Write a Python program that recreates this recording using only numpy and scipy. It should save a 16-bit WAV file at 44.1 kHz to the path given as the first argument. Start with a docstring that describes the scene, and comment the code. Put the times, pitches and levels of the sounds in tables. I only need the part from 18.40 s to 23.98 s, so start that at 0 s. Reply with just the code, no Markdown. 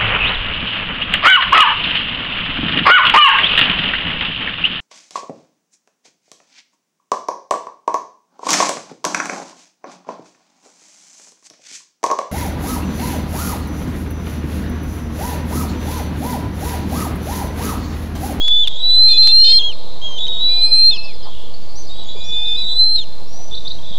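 """Two young eagles beg close to a microphone: soft gliding whistles first, then a loud bird's rising screams
(pitch curves with a weak octave), with rasps (tone plus chaotic flutter), cracks and a lingering top note.
The stream stutters in the first two seconds; a last scream comes after 4 s. Between screams small birds
slur and arch (pitch sweeps) and the nest knocks (narrow noise); near the end a thin note and upward hooks.
Blurred far calls waver throughout, over filtered-noise rush and bird blur. A limiter flattens peaks."""
import sys
import numpy as np
from scipy import signal
from scipy.fft import rfft, irfft, next_fast_len
from scipy.io import wavfile
from scipy.ndimage import uniform_filter1d

SR = 44100
rng = np.random.default_rng(int(sys.argv[2]) if len(sys.argv) > 2 else 0)


def digitize_waveform(pressure):
    """Quantize a signal to 16-bit integers and store it at the path in sys.argv[1].

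    Rows of a 2-D input are taken as channels; values are limited to [-1, 1].
    """
    field = np.atleast_2d(pressure).T
    bounded = np.clip(field, -1, 1)
    quanta = np.round(bounded * 32767).astype(np.int16)
    wavfile.write(sys.argv[1], SR, quanta)


N = 246078
TIME = np.arange(N) / SR


def gain_of(db):
    """Decibels to amplitude."""
    return 10 ** (np.asarray(db) / 20)


def evened(x):
    """Scales to rms 1."""
    return x / np.sqrt(np.mean(abs(x) ** 2) + 1e-20)


def read(points, hz):
    """Reads a table on a log-frequency axis."""
    f, value = np.transpose(points)
    return np.interp(np.log(hz + 1), np.log(f), value)


def add(mix, start_s, sound):
    """Mixes a sound in at its start time."""
    part = mix[max(round(start_s * SR), 0):][:len(sound)]
    part += sound[:len(part)]


def clock(length_s):
    """Sample times of a sound in seconds, and its progress from 0 to 1."""
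    t = np.arange(max(int(length_s * SR), 2)) / SR
    return t, t / t[-1]


def wander(size, rate_hz):
    """Smooth random motion of rms about 1, up to about the given rate."""
    span = next_fast_len(size + 8192)
    low_pass = np.exp(-(np.fft.rfftfreq(span, 1 / SR) / rate_hz) ** 2)
    motion = irfft(rfft(rng.standard_normal(span)) * low_pass, span)
    return evened(motion)[:size]


def angle_of(hz):
    """Running phase of a pitch curve."""
    return 2 * np.pi * np.cumsum(hz) / SR


def fade(size, edge_s):
    """Soft start and end."""
    return signal.windows.tukey(size, min(1, 2 * edge_s * SR / size))


RASP_STEAL = 2.4  # nepers lost by the scream per unit of smoothed rasp amplitude


def eaglets():
    """Rasps steal air from the screams; cracks and soft whistles add freely."""
    rasping = rasps()
    rasp_amplitude = uniform_filter1d(abs(rasping), size=300)
    return screams() * np.exp(-RASP_STEAL * rasp_amplitude) + rasping + cracks() + soft_whistles()


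# The loud eaglet's screams, one curve each. Each row: time in seconds, pitch in Hz, level in dB.
SCREAM_CURVES = [
    [(0.42, 3878, -28.5), (0.43, 3916, -15), (0.65, 4096, -6), (0.724, 4168, -5.5), (0.748, 4027, -18.5),
     (0.79, 4112, -0.5), (0.912, 4136, -10), (0.932, 4152, -4), (1.118, 4217, -5), (1.176, 4183, -4),
     (1.19, 4086, -11.5)],
    [(1.79, 3780, -29), (1.842, 3820, -19.5), (1.986, 3758, -23), (2.03, 3920, -13.5), (2.212, 4006, -15.5),
     (2.244, 4083, -9.5), (2.3, 4144, -23), (2.33, 4080, -6.5), (2.37, 4140, -13), (2.49, 4186, -2),
     (2.51, 4164, -14.5)],
    [(4.16, 3932, -21), (4.178, 3940, -20), (4.226, 3940, -18), (4.246, 3890, -25), (4.316, 3976, -18.5),
     (4.344, 3954, -22.5), (4.408, 4070, -8), (4.544, 4138, -16.5), (4.556, 4173, -9.5), (4.57, 4120, -17)],
]
SCREAM_RISE_S = .02


def screams():
    """The loud syrinx driven hard: near-pure tones along pitch and level curves."""
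    out = np.zeros(N)
    for curve in SCREAM_CURVES:
        s, hz, db = np.transpose(curve)
        t = np.arange(s[0], s[-1], 1 / SR)
        tone = whistle(np.interp(t, s, hz), np.interp(t, s, db), jitter=0.0017, shimmer=0.12, fuzz_db=-46,
                       octave_db=-1)
        add(out, s[0], tone * np.minimum((t - s[0]) / SCREAM_RISE_S, 1))
    return out


# The voice breaks into a second, rough note. Each row: start in seconds, end in seconds, first pitch in Hz,
# last pitch in Hz, level in dB, roughness 0-1 (before the rough edges are added).
RASP_NOTES = [(0.276, 0.423, 3344, 3486, -32.5, 0.23), (0.489, 0.569, 3530, 3620, -33, 0.5),
              (0.681, 0.783, 3760, 3514, -18, 0.1), (0.824, 0.868, 3640, 3730, -19, 0.5),
              (0.888, 0.92, 3660, 3660, -15, 0), (1.043, 1.129, 3675, 3764, -15, 0.17),
              (1.779, 1.87, 3468, 3667, -25, 0.42), (1.875, 2.042, 3524, 3630, -32.5, .9),
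              (2.035, 2.235, 3350, 3670, -43.5, 0.1), (4.152, 4.254, 3640, 3680, -28.5, 0.42),
              (4.23, 4.343, 3770, 3690, -25.5, 0.17), (4.284, 4.385, 3420, 3655, -33, 0.1)]
RASP_WIDTH_HZ = 190  # rate of the chaotic flutter
RASP_SAG_HZ = 79.5  # midway through the note
RASP_EDGE_S, RASP_EDGE_ROUGH = 0.0066, 0.27  # extra roughness as the note breaks in and out


def rasps():
    """All the second notes of the breaking voice."""
    out = np.zeros(N)
    for row in RASP_NOTES:
        add(out, row[0], rasp(*row))
    return out


def rasp(start_s, end_s, first_hz, last_hz, db, rough, octave_db=-28):
    """The second side of the syrinx joins in, part tone and part chaotic flutter."""
    t, u = clock(end_s - start_s)
    n = len(t)
    edge = np.exp(-np.minimum(t, t[::-1]) / RASP_EDGE_S)
    rough = np.clip(rough + RASP_EDGE_ROUGH * edge, 0, 1)
    hz = first_hz + (last_hz - first_hz) * u - RASP_SAG_HZ * np.sin(np.pi * u)
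    turn = np.exp(1j * angle_of(hz * (1 + .008 * wander(n, rate_hz=90))))
    chaos = evened(wander(n, RASP_WIDTH_HZ) + 1j * wander(n, RASP_WIDTH_HZ))
    voice = turn * (np.sqrt(1 - rough) + np.sqrt(rough) * chaos)
    sound = evened((voice + gain_of(octave_db) * voice ** 2).real)  # squaring doubles the pitch
    return gain_of(db) * sound * fade(n, edge_s=0.0017)


# The voice collapses as a scream ends.
# Each row: start in seconds, length in seconds, first pitch in Hz, first level in dB.
CRACK_NOTES = [(1.186, 0.049, 3620, -16), (2.509, .072, 3745, -10.5), (4.557, .09, 4025, -15.5)]


def cracks():
    """The failing voice: trembling, fuzzy tones that drop and fade."""
    out = np.zeros(N)
    for s, length_s, hz, db in CRACK_NOTES:
        add(out, s, whistle(*drop(length_s, hz, db), jitter=.012, shimmer=.3, fuzz_db=-20, octave_db=4))
    return out


# Both birds' softer whistles. 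Each row: start in seconds, end in seconds (before the drop), first pitch in Hz,
# last pitch in Hz, first level in dB, last level in dB, place of the swell 0-1, closing drop in seconds.
SOFT_WHISTLES = [(0, 0.229, 3374, 3494, -18, -13, .36, .05), (.35, 0.435, 3494, 3914, -28, -25.5, 0.41, 0),
                 (0.665, 1.285, 2485, 3287, -35.5, -20, 0.53, 0.053),
                 (1.614, 1.781, 3287, 3156, -24, -30.5, 0.44, 0.013),
                 (2.08, 2.676, 2433, 2625, -39, -35.5, .62, 0.072),
                 (3.488, 3.635, 3750, 3860, -33, -40.5, .35, 0.0075),
                 (3.649, 4.165, 3405, 3558, -37.5, -18.5, 0.46, 0.0018),
                 (3.754, 4.212, 2424, 2510, -47.5, -41, 0.35, .05)]


def soft_whistles():
    """Gentle begging: a scoop, a push of breath and often a closing drop."""
    out = np.zeros(N)
    for row in SOFT_WHISTLES:
        add(out, row[0], whistle(*glide(*row), jitter=0.0041, shimmer=0.17, fuzz_db=-43.5, octave_db=-0.5))
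    return out


# Second harmonic of a -22 dB call before the caller's trim. Each row: pitch in Hz, level in dB.
OCTAVE_LEVELS = [(2400, -42.5), (2800, -48.5), (3250, -49), (3550, -51), (3900, -60.5), (4150, -42)]


def whistle(hz, db, jitter, shimmer, fuzz_db, octave_db):
    """A nearly pure tone with a weak octave, a slight tremble and a narrow skirt of air noise."""
    n = len(hz)
    angle = angle_of(hz * (1 + jitter * wander(n, rate_hz=91)))
    skirt = wander(n, rate_hz=1200) * np.sin(angle) + wander(n, rate_hz=650) * np.cos(angle)
    tone = gain_of(db) * (np.sin(angle) + gain_of(fuzz_db) * skirt)
    # the throat resonance swells the fundamental; the octave lies outside it and hardly follows
    octave_level_db = read(OCTAVE_LEVELS, hz) + octave_db + .2 * (db + 22.0) + 2.9 * wander(n, rate_hz=13)
    octave = gain_of(octave_level_db) * np.sin(2 * angle)
    tremble = 1 + shimmer * wander(n, rate_hz=41)
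    return np.sqrt(2) * (tone + octave) * tremble * fade(n, edge_s=0.003)


GLIDE_SHARE, SWELL_SHARE = 0.12, 0.049  # shares of the whistle's length that scale the pitch and level pushes
SCOOP_SHARE, SCOOP_DB, SCOOP_S = 0.0496, -11, 0.01168  # starts flat and weak; settling time constant


def glide(start_s, end_s, first_hz, last_hz, first_db, last_db, swell_at, drop_s):
    """Pitch and level of a soft whistle: a scoop, one push that moves both pitch and level, then the drop."""
    t, u = clock(end_s - start_s)
    push = np.tanh((u - swell_at) / (2 * GLIDE_SHARE))
    scoop = np.exp(-t / SCOOP_S)
    hz = first_hz + (last_hz - first_hz) * (push - push[0]) / np.ptp(push)
    hz = hz * (1 - SCOOP_SHARE * scoop)
    db = first_db + (last_db - first_db) / (1 + np.exp((swell_at - u) / SWELL_SHARE)) + SCOOP_DB * scoop
    return np.hstack([[hz, db], drop(drop_s, hz[-1], db[-1])])


DROP_DEPTH, DROP_CURVE, DROP_FADE_DB = .34, .55, -29  # share of pitch lost, cubic share of the fall, fade


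def drop(length_s, hz, db):
    """Pitch and level as the air runs out: both fall ever faster."""
    u = np.linspace(0, 1, max(int(length_s * SR), 0))
    fall = (1 - DROP_CURVE) * u + DROP_CURVE * u ** 3
    return hz * (1 - DROP_DEPTH * fall), db + DROP_FADE_DB * u ** 1.62


LINGER_HZ, LINGER_DB, LINGER_DB_PER_S = 4172, -27, -86  # pitch, level before the early boost, decay


def lingering(flutter=0.75, early_db=3, early_s=.025):
    """Echo of a scream's top note: one fixed pitch dies away unevenly."""
    out, t = np.zeros(N), clock(.5)[0]
    for curve in SCREAM_CURVES:
        early = 1 + gain_of(early_db) * np.exp(-t / early_s)  # the first echoes are the strongest
        ring = early * np.sin(2 * np.pi * LINGER_HZ * t) * (1 + flutter * wander(len(t), rate_hz=22))
        decay = gain_of(LINGER_DB + LINGER_DB_PER_S * t)
        add(out, curve[-1][0] - .004, decay * ring * fade(len(t), edge_s=.004))
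    return out


def small_birds():
    """Slurs, arches and hooks: each kind of chirp keeps one shape."""
    return slurs() + arches() + hooks()


# Falling chirps. Each row: start in seconds, first pitch in Hz, level in dB.
SLUR_NOTES = [(2.543, 5330, -37.5), (2.631, 5410, -39), (2.731, 5300, -45), (2.826, 5280, -42.5),
              (3.466, 5080, -43)]
SLUR_S, SLUR_FALL = .04, .23  # length, share of pitch lost


def slurs():
    """Chirps whose pitch falls in a straight line."""
    out = np.zeros(N)
    for s, hz, db in SLUR_NOTES:
        add(out, s, chirp(hz * (1 - SLUR_FALL * clock(SLUR_S)[1]), db))
    return out


# Chirps that rise and sink. Each row: start in seconds, length in seconds, top pitch in Hz, level in dB.
ARCH_NOTES = [(3.137, 0.016, 4530, -39), (3.216, 0.03, 4630, -46), (3.284, .046, 4540, -48),
              (3.355, 0.073, 6160, -40), (3.582, 0.03, 3970, -35), (3.687, 0.037, 3945, -33.5),
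              (3.803, 0.03, 3950, -33.5), (3.838, .062, 5800, -43), (3.918, 0.034, 3880, -33),
              (4.044, 0.043, 3880, -31)]
ARCH_TOP, ARCH_BEND = .53, 0.374  # place of the top 0-1, curvature


def arches():
    """Chirps whose pitch follows a parabola."""
    out = np.zeros(N)
    for s, length_s, top_hz, db in ARCH_NOTES:
        u = clock(length_s)[1]
        add(out, s, chirp(top_hz * (1 - ARCH_BEND * (u - ARCH_TOP) ** 2), db))
    return out


# Chirps that hold a note and flick upward.
# Each row: start in seconds, length in seconds, held pitch in Hz, last pitch in Hz, level in dB.
HOOK_NOTES = [(5.11, .047, 3556, 4750, -26), (5.166, 0.0213, 3526, 4380, -28.5),
              (5.248, .037, 3560, 4990, -24.5), (5.301, 0.023, 3620, 4640, -26),
              (5.384, 0.013, 3120, 3610, -41.5), (5.536, 0.025, 3580, 4270, -44)]
FLICK_S, HOOK_SAG_HZ = 0.00858, 180  # time constant of the flick, dip before it
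HOOK_PEAK_S, HOOK_FADE_DB_PER_S = 0.004, -200  # loudest this long before the end, fade on both sides


def hooks():
    """Chirps that sag, then flick up exponentially, loudest near the end."""
    out = np.zeros(N)
    for s, length_s, held_hz, last_hz, db in HOOK_NOTES:
        t, u = clock(length_s)
        left_s = t[::-1]
        flick = (last_hz - held_hz) * np.exp(-left_s / FLICK_S)
        hz = held_hz + flick - HOOK_SAG_HZ * np.sin(np.pi * u ** 2)
        add(out, s, chirp(hz, db + HOOK_FADE_DB_PER_S * abs(left_s - HOOK_PEAK_S), quaver=.02))
    return out


def chirp(hz, db, quaver=0.0074):
    """A quick sweep with a slight random quaver in pitch."""
    tone = np.sin(angle_of(hz * (1 + quaver * wander(len(hz), rate_hz=750))))
    return gain_of(db) * evened(tone * fade(len(hz), edge_s=0.0036))


# One thin whistle: start in seconds, end in seconds, first pitch in Hz, last pitch in Hz,
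# first level in dB, last level in dB, place of the swell 0-1, closing drop in seconds.
SONG_NOTE = (4.87, 5.09, 5560, 5920, -46, -42.5, .25, 0)


def songbird():
    """One thin gliding note, then a faint blurred hold near its last pitch."""
    out = np.zeros(N)
    add(out, SONG_NOTE[0], whistle(*glide(*SONG_NOTE), jitter=0.0043, shimmer=0.3, fuzz_db=-37, octave_db=-73))
    return out + gain_of(-5) * trees(out, t60=2.5)


# Wavering far calls; the first row is the dying echo of an earlier scream.
# Each row: start in seconds, length in seconds, mean pitch in Hz, level in dB before the two gains below.
FAR_NOTES = [(0, 0.088, 4260, -39), (0, 0.6, 3600, -32.5), (1.2, 0.57, 3835, -42.5),
             (1.76, 0.39, 3628, -32.5), (2.55, 0.14, 3450, -43.5), (2.8, 0.22, 3360, -41.5),
             (3.25, .28, 4490, -46.5), (3.53, .17, 3540, -40), (4.55, 0.1, 3750, -43),
             (5.42, 0.14, 3680, -34.5)]


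def far_birds(waver=0.054, direct_db=-5, blurred_db=-1):
    """Wavering tones, each mixed with a stronger blurred copy of itself."""
    out = np.zeros(N)
    for s, length_s, hz, db in FAR_NOTES:
        n = int(length_s * SR)
        tone = np.sin(angle_of(hz * (1 + waver * wander(n, rate_hz=91))))
        add(out, s, gain_of(db) * evened(tone * fade(n, edge_s=0.013)))
    return gain_of(direct_db) * out + gain_of(blurred_db) * trees(out, t60=0.93)


def trees(x, t60):
    """Scattered echoes from the nest and the woods around it: sparse random taps that die away."""
    t = TIME[:SR]
    hits = rng.random(SR) < 1500 / SR  # about 1500 echoes per second
    taps = rng.standard_normal(SR) * hits * gain_of(-60 * t / t60) * (t > .008)
    return signal.fftconvolve(x, taps / np.linalg.norm(taps))[:N]


# Soft knocks on the nest. Each row: time in seconds (midway up the rise), ring in Hz, peak level in dB.
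NEST_KNOCKS = [(2.859, 933, -36), (3.747, 488, -37), (3.76, 838, -44), (4.99, 720, -44), (5.41, 120.5, -49),
               (5.511, 192, -42)]


def knocks(ring_s=0.01438):
    """Dull, quickly dying knocks in the heap of sticks: narrow noise around the ring pitch."""
    out, t = np.zeros(N), np.arange(SR // 8) / SR
    for s, hz, db in NEST_KNOCKS:
        angle = 2 * np.pi * hz * t
        body = wander(len(t), hz / 3) * np.sin(angle) + wander(len(t), hz / 3) * np.cos(angle)
        envelope = t / ring_s * np.exp(1 - t / ring_s)
        add(out, s - ring_s / 2, gain_of(db) * body * envelope)
    return out


FRAME_HZ, FRAME_S = np.fft.rfftfreq(1024, 1 / SR), np.arange(N // 256 + 5) * 256 / SR


def patchy_noise(db, patch_db):
    """Noise of rms 1 from random short-time spectra with drifting patches."""
    a, b, patches = rng.standard_normal((3, len(FRAME_S), len(FRAME_HZ)))
    patches = uniform_filter1d(uniform_filter1d(patches, size=8, axis=0), size=6, axis=1)
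    spectra = (a + 1j * b) * gain_of(db + patch_db * evened(patches))
    return evened(signal.istft(spectra.T, nperseg=1024, noverlap=768)[1][:N])


# Spectrum of the outdoor air. Each row: frequency in Hz, relative density in dB.
AIR_COLOUR = [(20, -6), (45, 2), (80, -5), (150, -6.5), (300, -12.5), (470, -7), (850, -11), (1150, -16),
              (1400, -27), (2600, -25.5), (3500, -20.5), (4600, -17), (5600, -28), (7000, -29),
              (10000, -36), (12900, -40.5)]
# Swell of the rush below 1300 Hz, about its mean. Each row: time in seconds, level in dB.
RUSH_SWELL = [(0, -47), (1.0, -43), (1.5, -43), (2.2, -42), (2.7, -45.5), (4, -46), (5.58, -46.5)]
# Wind on the microphone, strongest below 230 Hz. Each row: time in seconds, bass boost in dB.
WIND_BASS = [(0, 3.5), (.6, 0.5), (1.3, -1), (2.4, -2), (2.8, 4), (3.2, 0.5), (3.75, 5.5), (4.4, 2),
             (5.3, 6)]
AIR_DB = -38.5


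def rush(patchy_db=1.52):
    """Outdoor rush: shaped noise with gusty bass and thin hiss."""
    swell = np.interp(FRAME_S, *np.transpose(RUSH_SWELL))
    swell = np.outer(swell - swell.mean(), FRAME_HZ < 1300)
    wind = np.interp(FRAME_S, *np.transpose(WIND_BASS))
    wind = np.outer(wind, 1 / (1 + (FRAME_HZ / 230) ** 2))
    return gain_of(AIR_DB) * patchy_noise(read(AIR_COLOUR, FRAME_HZ) + swell + wind, patchy_db)


# Spectrum of the blur. Each row: frequency as a multiple of the centre, relative level in dB.
BLUR_COLOUR = [(.72, -38), (.92, 1.5), (1.001, -4), (1.07, 5.5), (1.352, -13.5), (1.998, -46)]
CHORUS_HZ, CHORUS_DB = 3860, -55


def chorus(patchy_db=2):
    """Steady blur of the most distant birds: noise shaped around one centre."""
    colour = np.interp(FRAME_HZ / CHORUS_HZ, *np.transpose(BLUR_COLOUR))
    return gain_of(CHORUS_DB) * patchy_noise(colour, patchy_db)


def scene():
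    """Eaglets close and nearly dry, small birds further off."""
    near, far = eaglets(), small_birds()
    near_echo = gain_of(-25) * trees(near, t60=1.2)
    far_echo = gain_of(-5.5) * trees(far, t60=0.28)
    birds = near + near_echo + lingering() + far + far_echo + songbird() + far_birds()
    return (birds + knocks() + rush() + chorus())[None]


# The stream replays older sound. Each row: start in seconds, length in seconds, replayed share 0-1.
STREAM_STUTTERS = [(.0821, .0002, 1), (.2742, .008, 1), (.7821, .0001, .35), (.8742, .008, 1),
                   (1.868, .014, 1)]
BUFFER_S = .1  # age of the replayed sound; before this time it wraps to the end
CEILING, OFFSET, EDGE_HZ = .65, .334, 12900  # limiter and offset as shares of full scale, low-pass edge


def record(dry, grit_db=-43, grit_floor=0.38, bend_db=-30):
    """A fast limiter that adds bright grit when driven hard, stream stutters, the band limit, a steady offset."""
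    swing = abs(signal.hilbert(dry[0]))
    held = dry[0] * (1 + (swing / CEILING) ** 6) ** (-1 / 6)
    held = held - gain_of(bend_db) * held ** 3  # a slight bend mixes the two voices into thin high tones
    overload = np.clip((swing / CEILING - .85) / .45, 0, 1)
    high_pass = signal.butter(2, 8000, "high", fs=SR, output="sos")
    treble = signal.sosfilt(high_pass, rng.standard_normal(N))
    held = held + gain_of(grit_db) * np.sqrt(overload) * (treble + grit_floor * rng.standard_normal(N))
    stuck = sum(share * ((TIME >= s) & (TIME < s + length_s)) for s, length_s, share in STREAM_STUTTERS)
    stream = (1 - stuck) * held + stuck * np.roll(held, round(BUFFER_S * SR))
    low_pass = signal.firwin(511, EDGE_HZ, window=("kaiser", 9), fs=SR)
    return signal.oaconvolve(stream, low_pass, "same")[None] + OFFSET


dry = scene()
out = record(dry)
digitize_waveform(out)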